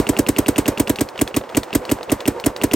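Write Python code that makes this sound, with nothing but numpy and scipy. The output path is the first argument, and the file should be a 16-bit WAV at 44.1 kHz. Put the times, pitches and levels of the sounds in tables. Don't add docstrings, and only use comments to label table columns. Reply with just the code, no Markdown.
import sys
import numpy as np
from scipy import signal
from scipy.fft import rfft, irfft
from scipy.io import wavfile
from scipy.ndimage import uniform_filter1d

SR = 44100
rng = np.random.default_rng(int(sys.argv[2]) if len(sys.argv) > 2 else 0)


def dump_mix(stems):
    frames = np.atleast_2d(stems).T
    limited = np.clip(frames, -1, 1)
    pcm = np.round(limited * 32767).astype(np.int16)
    wavfile.write(sys.argv[1], SR, pcm)


def boost_factor(decibels):
    exponent = np.asarray(decibels, float) / 20
    return 10 ** exponent


N = 121275

# frequency in Hz, density in dB per Hz.
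SLIDING_COLOUR = [(150, -27), (600, 1), (1200, -2.5), (2800, -7.5), (4500, -9.5), (7000, -11), (10000, -12),
                  (16000, -17)]


def ring(t, hz, t60):
    t = np.maximum(t, 0)
    return np.sin(2 * np.pi * hz * t / 1000) * np.exp(-np.log(1000) * t / t60)


def puff(t, rise, fall):
    t = np.maximum(t, 0)
    return (1 - np.exp(-(t / rise) ** 2)) * np.exp(-np.maximum(t - rise, 0) / fall)


def puffs(t, rows, c, more_db=0):
    return sum(boost_factor(db + k + more_db) * puff(t - start, rise, fall)
               for (start, rise, fall, db), k in zip(rows, c))


def curve(table):
    hz, value = np.array(table, float).T
    return np.interp(np.log(np.arange(N // 2 + 1) * SR / N + 1), np.log(hz), value)


def noise(table, more_db=0):
    spec = rfft(rng.standard_normal(N)) * boost_factor(curve(table))
    return irfft(spec * boost_factor(more_db), N) / irfft(spec, N).std()


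def walk(rate):
    k = int(SR / rate)
    w = uniform_filter1d(uniform_filter1d(rng.standard_normal(N), k), k)
    return w / w.std()


def play(rows, shape, before, after):
    out = np.zeros(N)
    chance = rng.standard_normal((len(rows), 16))
    for row, c in zip(rows, chance):
        first = max(int((row[0] - before) * SR), 0)
        i = np.arange(first, min(int((row[0] + after) * SR), N))
        out[i] += shape((i / SR - row[0]) * 1000, row, c)
    return out


def tree_echo():
    # frequency in Hz, density in dB per Hz.
    wood_colour = [(30, -43), (110, -19), (180, -14), (350, -1.5), (900, -4.5), (1600, -12.5),
                   (3500, -25.5), (16000, -41)]
    # frequency in Hz, level of the unshared part in dB.
    diffuse = [(60, -12), (200, -17.5), (700, -8), (2400, -24), (8000, -11), (15000, -10)]
    wash = noise(wood_colour) * boost_factor(-2 + 1.93 * walk(38))
    return wash, noise(wood_colour, curve(diffuse) + 3)


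def feeder_rattle():
    # shell mode in Hz, level in dB, t60 in ms.
    shell_modes = [(364, -4.5, 78), (496, 0.5, 115), (559, 0, 59), (690, -22, 18), (904, -5, 63),
                   (993, -7.5, 50), (1200, -20, 16)]
    knocks_per_s, level_db = 180, -3.5
    t = np.arange(4000) / SR * 1000
    knock_db = np.minimum(3.3 * rng.exponential(size=N), 9)
    hits = (rng.random(N) < knocks_per_s / SR) * boost_factor(knock_db) * boost_factor(2.7 * walk(22))
    rattle = 0
    for hz, db, t60 in shell_modes:
        knocks = hits * rng.standard_normal(N)
        rattle = rattle + boost_factor(db) * signal.fftconvolve(knocks, ring(t, hz, t60))[:N]
    return boost_factor(level_db) * rattle / rattle.std()


def gaps():
    # time in seconds, echo and feeder level in dB.
    effort = [(0.0, -28), (0.2, -32), (0.57, -31.5), (1.34, -36), (1.62, -34), (2.07, -32), (2.35, -34),
              (2.75, -33)]
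    busy = boost_factor(np.interp(np.arange(N) / SR, *np.array(effort).T))
    wash, unshared = tree_echo()
    return busy * (feeder_rattle() + wash), busy * unshared


def feeder_drops():
    # start in seconds, peak in dB.
    drop_rows = [(0.133, -16), (0.944, -39), (1.157, -19), (1.298, -31), (1.309, -24), (1.411, -20),
                 (1.437, -23), (1.498, -21), (1.705, -14), (1.838, -29), (1.986, -17), (2.009, -18),
                 (2.091, -12), (2.212, -25)]
    drops = play(drop_rows, lambda t, r, c: boost_factor(min(r[1], -21) - 2) * puff(t, 1.0, 3.3), .002, .05)
    return drops * noise([(200, -41), (500, 9.5), (1300, -4), (3000, -11.5), (9000, -37)])


def trigger():
    # start in seconds, peak in dB, pitch in Hz.
    pulls = [(0.9584, -12, 3740), (1.0882, -17, 4400), (1.1772, -16, 3130), (1.276, -11, 3360),
             (1.492, -22, 3120), (1.6322, -12, 3520), (1.8519, -15.5, 3820), (2.0303, -14.5, 4020),
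             (2.2049, -14, 3540), (2.3989, -14.5, 4100), (2.5633, -12, 4000)]

    def click(t, row, c):
        def strike(u):
            modes = zip((1, .6, .78, 1.16), (2.5, -6, -5, -5), c[1:])
            return sum(boost_factor(db + k) * ring(u, row[2] * ratio, 5.5) for ratio, db, k in modes)
        bounce = boost_factor(-3.5) * strike(t - 1.8 - 0.34 * c[0])
        return boost_factor(row[1] - 8.5) * (strike(t - .5) + bounce)

    scrape = play(pulls, lambda t, r, c: boost_factor(r[1] - 19.5) * puff(t, 0.3, 12.0), .002, .04)
    return play(pulls, click, .001, .04) + scrape * noise(SLIDING_COLOUR)


def solenoid(t, row, c):
    # start in ms, mode in Hz, level in dB, t60 in ms.
    tick_modes = [(0, 2760, -11, 8.9), (0.9, 3140, -20.5, 5.6), (-2.5, 5300, -37, 4.3),
                  (2.5, 400, -25.5, 90), (2, 215, -26.5, 330), (7, 2800, -19.5, 5.6), (9.5, 383, -23, 30)]
    t = t + row[2]
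    return sum(boost_factor(db + 0.49 * k) * ring(t - start, hz * (1 + 0.0052 * k), t60)
               for (start, hz, db, t60), k in zip(tick_modes, c))


def muzzle_thump(t):
    def pulse(u):
        return -np.sin(2 * np.pi * 105 * u / 1000) * np.exp(-(u / 6.0) ** 2)
    thump_ms, slap_ms, slap_db = 14.6, 30.15, -14
    return boost_factor(-16.8) * (pulse(t - thump_ms) + boost_factor(slap_db) * pulse(t - thump_ms - slap_ms))


def barrel(t, row, c):
    # start in ms, mode in Hz, level in dB, t60 in ms.
    blast_modes = [(4.5, 500, -25.5, 92), (5, 597, -19, 49), (5.5, 865, -26.5, 27), (4, 970, -22, 66),
                   (-0.5, 2060, -19.5, 13), (5.5, 1620, -32, 75), (5, 3200, -25.5, 22), (17, 41, -16, 95),
                   (9, 2670, -46, 46), (4, 1110, -25.5, 34), (19.5, 377, -31, 130)]
    barrel_hz, glide_hz_per_ms, glide_end_ms = 285, 200, 5.5
    exit_ms, swell_ms, choke_ms = 12.6, 5.17, 0.91
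    ring_db, ring_t60_ms = -15, 100
    since_exit = t - exit_ms
    after = np.maximum(since_exit, 0)

    glide = glide_hz_per_ms / 2000 * np.maximum(glide_end_ms - t, 0) ** 2
    turns = barrel_hz * since_exit / 1000 - glide
    overtone = boost_factor(-13.5) * np.cos(2 * 2 * np.pi * turns) * np.exp(-np.maximum(since_exit + 2, 0) ** 2)
    wave = np.cos(2 * np.pi * turns) - overtone

    swell = np.tanh(np.maximum(t, 0) / swell_ms) ** 2.07
    choke = (1 - boost_factor(ring_db)) * np.exp(-(after / choke_ms / 2) ** 2)
    tail = boost_factor(ring_db) * np.exp(-np.log(1000) * after / ring_t60_ms)
    env = np.where(t < exit_ms, swell, choke + tail)

    pop = boost_factor(-13.5) * np.exp(-(since_exit / 2.96) ** 2) * np.cos(2 * np.pi * 416 * since_exit / 1000)
    modes = sum(boost_factor(db + 2.3 * k) * ring(t - start, hz, t60)
                for (start, hz, db, t60), k in zip(blast_modes, c))
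    return boost_factor(row[1]) * (boost_factor(-3.5) * env * wave + pop + modes) + boost_factor(row[1] / 2) * muzzle_thump(t)


def marker():
    # valve opening in seconds, strength in dB, solenoid lead in ms.
    shots = [(-.0095, 0, 20.6), (.089, -1.2, 20.6), (.1874, 0, 20.7), (.2855, -1.4, 20.5),
             (.3835, -.5, 20.2), (.4816, -.3, 20), (.5801, -1, 20.3), (.6783, -2.5, 20.7),
             (.7958, -1.3, 20.5), (.8944, -2.3, 20.8), (1.0075, -3.6, 20.6), (1.2119, -1.7, 20.5),
             (1.3632, -3.5, 20.2), (1.5681, -1, 20), (1.7489, -1.2, 19.7), (1.9131, -1.8, 19.8),
             (2.117, -1.4, 20.2), (2.2756, -.9, 20.1), (2.46, -1.3, 19.9), (2.6348, -1.3, 20.1),
             (2.7333, -1.2, 20.4)]
    # start in ms, rise in ms, fall in ms, level in dB.
    gas_bursts = [(1, 0.17, 1.02, -12.5), (1.52, 0.35, 1, -15), (4, 0.49, 0.73, -7), (5, 1.3, 1.77, -15),
                  (10, 1.7, 0.7, -35), (4.5, 0.94, 8.5, -29.5), (6, 2.4, 31, -38.5)]
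    # start in ms, rise in ms, fall in ms, level in dB.
    bolt_slides = [(-5, 1.0, 1, -58), (2, 0.15, 1.8, -26), (5.5, 1.4, 2.2, -23.5), (9.5, 1.2, 8.5, -37.5),
                   (23.5, 2.8, 13, -24.5)]
    # frequency in Hz, density in dB per Hz.
    gas_colour = [(150, -19), (800, -5), (2200, -2.5), (4200, -9), (7000, -1), (8500, 1.5), (12000, 1),
                  (16000, -12.5)]
    gas = play(shots, lambda t, r, c: puffs(t, gas_bursts, c, r[1] / 2), .002, 0.23)
    bolt = play(shots, lambda t, r, c: puffs(t + r[2], bolt_slides, c), .025, .06)
    tones = play(shots, barrel, .002, .2) + play(shots, solenoid, .022, .06)
    shared = tones + gas * noise(gas_colour) + bolt * noise(SLIDING_COLOUR)
    return shared, boost_factor(-15) * (gas + bolt) * noise(SLIDING_COLOUR)


def scene():
    # frequency in Hz, left port's lead in radians.
    port_phase = [(700, -.17), (3270, .55), (8900, .5), (9700, -2.8), (10700, -3.5), (13500, -9.1),
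                  (14200, -9.8), (15300, -12.4)]
    # frequency in Hz, left minus right in dB.
    port_db = [(60, 0.5), (200, -3), (300, -2.5), (650, -3.5), (1300, -1.5), (2400, 0), (4400, 2.5),
               (9000, 0.5)]
    background, unshared = gaps()
    shots, scattered = marker()
    half = boost_factor(curve(port_db) / 2) * np.exp(.5j * curve(port_phase))
    spec = rfft(shots + trigger() + feeder_drops() + background)
    own = unshared + scattered
    return np.array([irfft(spec * half, N) + own, irfft(spec / half, N) - own])


def roll_off(x):
    return signal.sosfilt(signal.butter(12, 17010, fs=SR, output="sos"), x)


def record(dry):
    x = np.tanh(dry * .95) / .95
    bass_cut = signal.butter(3, 43, "high", fs=SR, output="sos")
    x = signal.sosfiltfilt(bass_cut, x, padtype="even")
    top_cut = signal.ellip(6, .2, 50, 16250, fs=SR, output="sos")
    x = signal.sosfiltfilt(top_cut, x)
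    return roll_off(x)


dry = scene()
out = record(dry)
dump_mix(out)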